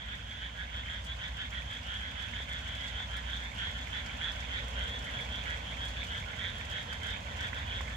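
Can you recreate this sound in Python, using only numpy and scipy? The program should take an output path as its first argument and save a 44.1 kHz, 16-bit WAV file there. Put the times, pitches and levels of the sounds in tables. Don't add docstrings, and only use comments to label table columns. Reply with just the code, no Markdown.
import sys
import numpy as np
from scipy import signal
from scipy.fft import rfft, irfft, next_fast_len
from scipy.io import wavfile
from scipy.ndimage import map_coordinates

SR = 44100
rng = np.random.default_rng(int(sys.argv[2]) if len(sys.argv) > 2 else 0)


def to_wav(sig):
    pcm = np.clip(np.atleast_2d(sig), -1, 1) * 32767
    pcm = np.round(pcm).astype(np.int16)
    wavfile.write(sys.argv[1], SR, pcm.T)


N = 351036

# time_s, rumble_db, flow_db, spray_db
BACKGROUND_LEVELS = [(0.0, -53.5, -59, -66.5), (0.15, -53, -61.5, -66), (1.24, -51.5, -59, -63),
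                     (5.3, -48.5, -55, -60), (6.63, -49.5, -57, -61), (7.63, -48.5, -54.5, -61),
                     (7.96, -48.5, -56.5, -59.5)]
# frequency_hz, gain_db
SAC_RESPONSE = [(400, -45), (1100, -23), (1290, -4.5), (1460, 0.5), (1900, -0.5), (2300, 1), (2800, -5),
                (3350, 1.5), (3700, -3.5), (4050, -7), (5000, -4.5), (7000, 6), (8200, -30)]


def amp(db):
    return 10 ** (np.asarray(db) / 20)


def unit(x):
    return x / np.sqrt(np.mean(x ** 2) + 1e-20)


def seconds():
    return np.arange(N) / SR


def along(points, hz):
    f, v = np.transpose(points)
    return np.interp(np.log(hz + 1), np.log(f + 1), v)


def curves(rows):
    times, *columns = np.transpose(rows)
    return [np.interp(seconds(), times, column) for column in columns]


def wobble(rate):
    knots = rng.standard_normal(int(N * rate / SR) + 4)
    return map_coordinates(knots, [np.arange(N) * rate / SR])


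def filtered(x, response):
    size = next_fast_len(N + 8192)
    spectrum = rfft(x, size) * response(np.fft.rfftfreq(size, 1 / SR))
    return irfft(spectrum, size)[..., :N]


def coloured(x, points):
    return filtered(x, lambda hz: amp(along(points, hz)))


def panned(db):
    return amp(np.array([[.5], [-.5]]) * db)


def add(out, x, s):
    start = round(s * SR)
    a, b = max(start, 0), min(start + x.shape[-1], N)
    if b > a:
        out[..., a:b] += x[..., a - start:b - start]


def scattered(x, t60, wet_db, lag=0):
    t = np.arange(int(t60 * SR) + 64) / SR
    reflections = unit(rng.standard_normal((2, len(t))) * amp(-60 * t / t60))
    paths = reflections * amp(wet_db) / np.sqrt(len(t))
    paths[0, int(np.clip(lag * SR, 0, 60))] += 1
    paths[1, 0] += 1
    return signal.fftconvolve(x[None], paths, axes=1)


def arriving(pair, alike, lag_s=0):
    alike = np.clip(alike, 0, .99)
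    late = filtered(pair[1], lambda hz: np.exp(-2j * np.pi * hz * lag_s))
    left = np.sqrt(1 - alike ** 2) * pair[0] + alike * late
    return np.array([left, pair[1]])


def town():
    # frequency_hz, density_db (per Hz)
    rumble_colour = [(25, -27), (33, -30), (48, 1), (75, 1), (110, -4.5), (170, -10.5), (255, -12.5),
                     (295, -19.5), (345, -26), (600, -55.5)]
    # frequency_hz, left_right_likeness (1 = same)
    rumble_likeness = [(40, 0.97), (140, 0.97), (300, 0.84), (600, 0.29)]
    # time_s, level_db
    hum_levels = [(0, -47.5), (0.6, -47), (1.2, -45), (2.2, -50), (3.3, -42), (4.1, -49.5), (4.7, -41),
                  (5.1, -46.5), (5.8, -42.5), (7, -58), (7.96, -43)]
    # pitch_hz, level_db
    drone_tones = [(74.2, -51.5), (92.8, -51)]
    hum_hz, waver_hz = 59.5, 0.23
    drone_start_s, drone_rise_s, drone_idle_db = 5.75, 0.28, -13

    def mid_side_response(hz):
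        angle = np.arccos(np.clip(along(rumble_likeness, hz), -1, 1)) / 2
        return amp(along(rumble_colour, hz)) * [np.cos(angle), np.sin(angle)]

    def tone(hz):
        phase = 2 * np.pi * np.cumsum(hz + waver_hz * wobble(2.96)) / SR
        return np.sqrt(2) * np.sin(phase)

    mid, side = filtered(rng.standard_normal((2, N)), mid_side_response)
    rumble_db = curves(BACKGROUND_LEVELS)[0] + 4.5
    rumble = unit(np.array([mid + side, mid - side])) * amp(rumble_db)
    hum = tone(hum_hz) * amp(curves(hum_levels)[0])
    idling = np.clip(1 - (seconds() - drone_start_s) / drone_rise_s, 0, 1)
    drone = sum(amp(db) * tone(hz) for hz, db in drone_tones) * amp(drone_idle_db * idling)
    return rumble + hum + drone


def road():
    # frequency_hz, density_db (per Hz)
    tyre_colour = [(250, -57), (370, -15.5), (450, -4), (600, -3.5), (800, -19), (1500, -64)]
    car_s, car_db, car_rise_s, car_fade_db_per_s = 4.63, -55, .3, 4
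    traffic_start_db, traffic_db_per_s = -65.5, 1
    since = seconds() - car_s
    car_rise = np.clip(1 + since / car_rise_s, 0, 1)
    car = amp(car_db - car_fade_db_per_s * np.maximum(since, 0)) * car_rise
    traffic = amp(traffic_start_db + traffic_db_per_s * seconds())
    hiss = arriving(rng.standard_normal((2, N)), alike=0.74)
    return unit(coloured(hiss, tyre_colour)) * np.hypot(car, traffic) * panned(-0.36)


def bubble(hz, cycles, rise=0.11):
    age = np.arange(int(5 * cycles / hz * SR) + 2) / SR * hz / cycles
    ring = np.sin(2 * np.pi * cycles * age * (1 + rise * age / 4))
    return ring * np.exp(-age) * (1 - np.exp(-6 * age))


def bubbles(count, hz, spread, cycles, size_db):
    out = np.zeros((2, N))
    for when, pitch, size, side in rng.random((count, 4)):
        ring = bubble(hz * np.exp(spread * (2 * pitch - 1)), cycles)
        add(out, panned(10 * (side - .5)) * amp(size_db * size ** 2) * ring, when * N / SR)
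    return unit(np.array([scattered(port, t60=0.045, wet_db=8)[0, :N] for port in out]))


def drain():
    # frequency_hz, density_db (per Hz)
    flow_colour = [(250, -36), (350, -29), (460, -8.5), (620, 1.5), (800, 2.5), (1020, 4.5), (1250, -5),
                   (1800, -5.5), (2600, -4), (3400, -13.5), (4200, -13.5), (8000, -48)]
    # frequency_hz, density_db (per Hz)
    spray_colour = [(2000, -51), (4300, -1.5), (5300, -2.5), (6500, 0), (7900, -5.5), (8300, -15),
                    (10300, -17.5), (11500, -15), (13000, -24), (15500, -63)]
    lag_s = 0.000449
    _, flow_db, spray_db = curves(BACKGROUND_LEVELS)
    gurgle = bubbles(count=900, hz=2100, spread=.35, cycles=3, size_db=10)
    gurgle = gurgle + amp(12) * rng.standard_normal((2, N))
    flow = unit(coloured(arriving(gurgle, 0.47, lag_s), flow_colour)) * panned(-3.5)
    fizz = rng.standard_normal((2, N)) * amp(0.48 * wobble(13))
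    tinkle = bubbles(count=400, hz=5500, spread=.28, cycles=9, size_db=14)
    spray = unit(coloured(arriving(fizz, 0.11, lag_s), spray_colour)) + amp(-11) * tinkle
    return amp(flow_db + 8.0) * flow + amp(spray_db + 1.2) * spray


def burst(t60):
    t = np.arange(SR // 10) / SR
    return rng.standard_normal((2, len(t))) * amp(-60 * t / t60)


def splashes(count=330, size_db=3.0):
    # start_s, level_db, low_splash_db (relative), bubble_pitch_hz
    clear_drops = [(1.048, -52.5, -3, 4440), (1.731, -57, 6, 4400), (1.8324, -62, 14, 5560),
                   (2.2832, -56, 0, 7010), (2.4902, -52.5, 1, 7240), (2.5262, -54, 2, 6200),
                   (2.7516, -57, 9, 7170), (2.8085, -58, 9, 4750), (2.8814, -65, 18, 4400),
                   (3.167, -48, 0, 5830), (3.5463, -55, -6, 4480), (3.8422, -60, 6, 5940),
                   (4.061, -55, 14, 4700), (4.3181, -54, 8, 4800), (4.404, -56.5, 14, 5990),
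                   (4.6828, -52, -1, 6210), (5.0429, -50, -8, 7320), (5.1088, -54, 2, 6350),
                   (5.2071, -52, 3, 4520), (5.8526, -48, -3, 6530), (5.8845, -51, 8, 6890),
                   (6.5819, -52, 1, 6150), (6.9287, -48, 4, 4560), (7.0314, -51, 2, 7360),
                   (7.4789, -54, 1, 6240)]
    bright, low, faint = np.zeros((3, 2, N))
    for s, db, low_db, hz in clear_drops:
        drop = amp(db) * (burst(t60=0.0064) + amp(-1) * burst(t60=0.093))
        ring = scattered(bubble(hz, cycles=11.0), t60=0.041, wet_db=4)
        add(bright, drop, s)
        add(low, amp(low_db - 3) * drop, s)
        add(low, amp(db + low_db - 6.5) * ring, s)
    for s, size in zip(rng.uniform(0, N / SR, count), rng.exponential(1, count)):
        add(faint, amp(size_db * min(size, 3.2)) * burst(t60=0.059), s)
    clear = coloured(bright, [(3000, -30), (7000, 3), (11500, -5.5), (15500, -15)])
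    clear = clear + coloured(low, [(2500, -25), (4200, 7), (7700, -5), (8500, -29)])
    faint_colour = [(2500, -28), (4200, 4.5), (7800, 5.5), (8400, -6.0), (15500, -12.5)]
    patter = unit(coloured(faint, faint_colour))
    patter_db = curves(BACKGROUND_LEVELS)[2] - 3 + 1.5 * wobble(6.9)
    return (clear + patter * amp(patter_db)) * panned(1.8)


def plops():
    # start_s, level_db, pitch_hz, slap_db (relative), left_right_db
    large_bubbles = [(2.4024, -36.5, 1520, -12, -1), (3.003, -39, 1477, -13, -8),
                     (3.1078, -43, 1520, -9, -7), (3.6695, -32, 1750, -13.5, -7),
                     (6.0304, -36, 2190, -25, -15), (6.611, -31, 1930, -28, -5),
                     (6.9287, -32.5, 1650, -21, -9), (7.5309, -27.5, 1690, -24, -2),
                     (7.8074, -31, 1780, -10.5, -7)]
    out = np.zeros((2, N))
    for s, db, hz, slap_db, pan_db in large_bubbles:
        level = amp(db) * panned(pan_db)
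        ring = scattered(bubble(hz, cycles=1.2), t60=0.025, wet_db=2.5)
        slap = scattered(bubble(.5 * hz, cycles=0.6), t60=0.041, wet_db=-1.5)
        add(out, level * amp(0.5) * ring, s)
        add(out, level * amp(slap_db + 15) * slap, s + 0.00084)
    return out


def note(length, hz, low_db, ring_s=0.0011, edge_db=20, squareness=2.7):
    pulse_hz, note_spread, pulse_jitter = 196, .07, .09
    climb, level_off = 0.18, .16
    lower_ratio, lower_edge_db = .52, 4.5
    rate = pulse_hz * np.exp(rng.normal(0, note_spread))
    chance = rng.standard_normal((120, 4))[:int(1.3 * length * rate)]
    when = np.cumsum(np.exp(pulse_jitter * chance[:, :1]), axis=0) / rate
    size_db = 1.5 * chance[:, 1:2]
    place = (when - when.mean()) / length
    pitch = hz * (1 + climb * place - level_off * place ** 2 + 0.026 * chance[:, 2:3])
    low_pitch = pitch * (lower_ratio + 0.038 * chance[:, 3:])
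    t = np.arange(SR // 80) / SR
    upper = np.sin(2 * np.pi * pitch * t) * np.exp(-t / ring_s) * (1 - np.exp(-t / 0.00044))
    lower = np.sin(2 * np.pi * low_pitch * t) * np.exp(-t / .001) * (1 - np.exp(-t / .0002))
    edge = np.abs(2 * place) ** squareness
    both = unit(upper) + amp(low_db - lower_edge_db * edge) * unit(lower)
    pulses = both * amp(size_db - edge_db * edge)
    samples = (when * SR).astype(int) + np.arange(len(t))
    return np.bincount(samples.ravel(), pulses.ravel())


def far_frogs(count=12):
    out = np.zeros((2, N))
    for start, beat, size in rng.random((count, 3)):
        voice = np.zeros(N)
        quack = note(0.18, 3000 + 400 * size, -3.0, ring_s=0.00063)
        for s in np.arange(-start * .32 - .1, N / SR, .29 + .07 * beat):
            add(voice, quack * amp(rng.normal(0, 2.7)), s + rng.normal(0, .012))
        out += scattered(voice, t60=.2, wet_db=12.5)[:, :N]
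    level_db = -50 + 0.39 * seconds()
    return unit(coloured(out, SAC_RESPONSE)) * amp(level_db)


def houses(x):
    # frequency_hz, t60_s
    yard_decay = [(500, 0.2), (3000, 1), (9000, 0.87)]
    hz, t, z = signal.stft(rng.standard_normal((2, SR // 2)), SR, nperseg=256)
    decay = amp(-60 * t / along(yard_decay, hz)[:, None])
    tail = signal.istft(z * decay, SR, nperseg=256)[1]
    return signal.fftconvolve(x, tail / np.linalg.norm(tail[0]), axes=1)[:, :N]


def near_frogs():
    # middle_s, length_s, upper_resonance_hz, level_db, lower_resonance_db (relative)
    quacks = [(-0.001, 0.16, 3230, -47.5, -2.5), (0.121, 0.15, 3340, -44.5, -3.5),
              (0.323, 0.18, 3280, -48, -1), (0.447, 0.13, 3260, -45, -0.5),
              (0.608, 0.14, 3340, -45.5, -0.5), (0.768, 0.18, 3240, -43.5, -4.5),
              (0.921, 0.23, 3290, -44, -2.5), (1.102, 0.12, 3300, -42.5, -6),
              (1.245, 0.16, 3330, -42.5, -3.5), (1.42, 0.15, 3300, -40.5, -8), (1.568, 0.15, 3280, -44, -2),
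              (1.732, 0.19, 3260, -45, -3.5), (1.921, 0.2, 3140, -41.5, -5),
              (2.053, 0.17, 3290, -43.5, -4.0), (2.214, 0.18, 3270, -43, -5),
              (2.379, 0.18, 3270, -43.0, -4.0), (2.534, 0.17, 3330, -43, -2),
              (2.72, 0.22, 3290, -44.5, -4.5), (2.847, 0.19, 3350, -43, -4), (2.997, 0.16, 3300, -42, -5),
              (3.154, 0.18, 3280, -44, 0.5), (3.332, 0.18, 3300, -41.5, -5),
              (3.437, 0.19, 3420, -46.5, -0.5), (3.64, 0.21, 3210, -39, -5.5),
              (3.791, 0.19, 3300, -45.5, -2), (3.966, 0.14, 3350, -41, -3.5),
              (4.103, 0.19, 3170, -48, -1.0), (4.256, 0.17, 3280, -38, -3), (4.406, 0.14, 3340, -47.5, -2),
              (4.558, 0.17, 3380, -39, -5.5), (4.816, 0.2, 3210, -40.5, -3.5), (4.924, 0.2, 3350, -43, -5),
              (5.069, 0.19, 3240, -47.5, 1), (5.176, 0.2, 3240, -42, -3), (5.354, 0.19, 3350, -42.5, -8),
              (5.507, 0.17, 3200, -42, -0.5), (5.696, 0.17, 3290, -46.5, -7),
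              (5.829, 0.17, 3270, -42.5, -3.5), (5.998, 0.14, 3400, -43, -4),
              (6.147, 0.19, 3270, -41.5, -2.5), (6.309, 0.13, 3220, -48.5, 2),
              (6.449, 0.19, 3390, -40.0, -3.0), (6.619, 0.13, 3340, -52.5, 3),
              (6.766, 0.19, 3310, -42.5, -2.5), (6.929, 0.14, 3190, -46.5, 0.0),
              (7.089, 0.22, 3380, -42.5, -3), (7.301, 0.12, 3200, -48.5, -1),
              (7.431, 0.17, 3300, -41, -2.5), (7.587, 0.16, 3400, -44, -2.5),
              (7.741, 0.23, 3300, -42.5, -5.0), (7.915, 0.16, 3280, -52, 3.5)]
    pan_db, pan_spread_db = 1.94, 1.5
    out = np.zeros((2, N))
    for s, length, hz, db, low_db in quacks:
        quack = note(length, hz, low_db + 1.5)
        lag = rng.normal(12.5, 1.5) / SR
        heard = scattered(quack, t60=.07, wet_db=1, lag=lag)
        heard /= np.sqrt(np.sum(heard ** 2, axis=1, keepdims=True) / (length * SR / 2))
        level = amp(db + 1.34) * np.hypot(1, amp(low_db))
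        place = panned(rng.normal(pan_db, pan_spread_db))
        add(out, level * place * heard, s - len(quack) / SR / 2)
    return coloured(out, SAC_RESPONSE)


def scene():
    background = town() + road()
    water = drain() + splashes() + plops()
    chorus = far_frogs()
    frogs = near_frogs()
    return background + water + chorus + amp(-15.5) * houses(frogs) + frogs


def record(dry):
    # frequency_hz, left_right_db
    port_tilt = [(400, -0.5), (700, 0), (900, 3.5), (1200, -2.5), (1600, -4), (2100, -9), (2800, -7),
                 (3300, -4), (4000, -0.5), (6000, 1), (12000, 0.5)]
    top_hz = 15720
    return filtered(dry, lambda hz: panned(along(port_tilt, hz)) * (hz < top_hz))


dry = scene()
out = record(dry)
to_wav(out)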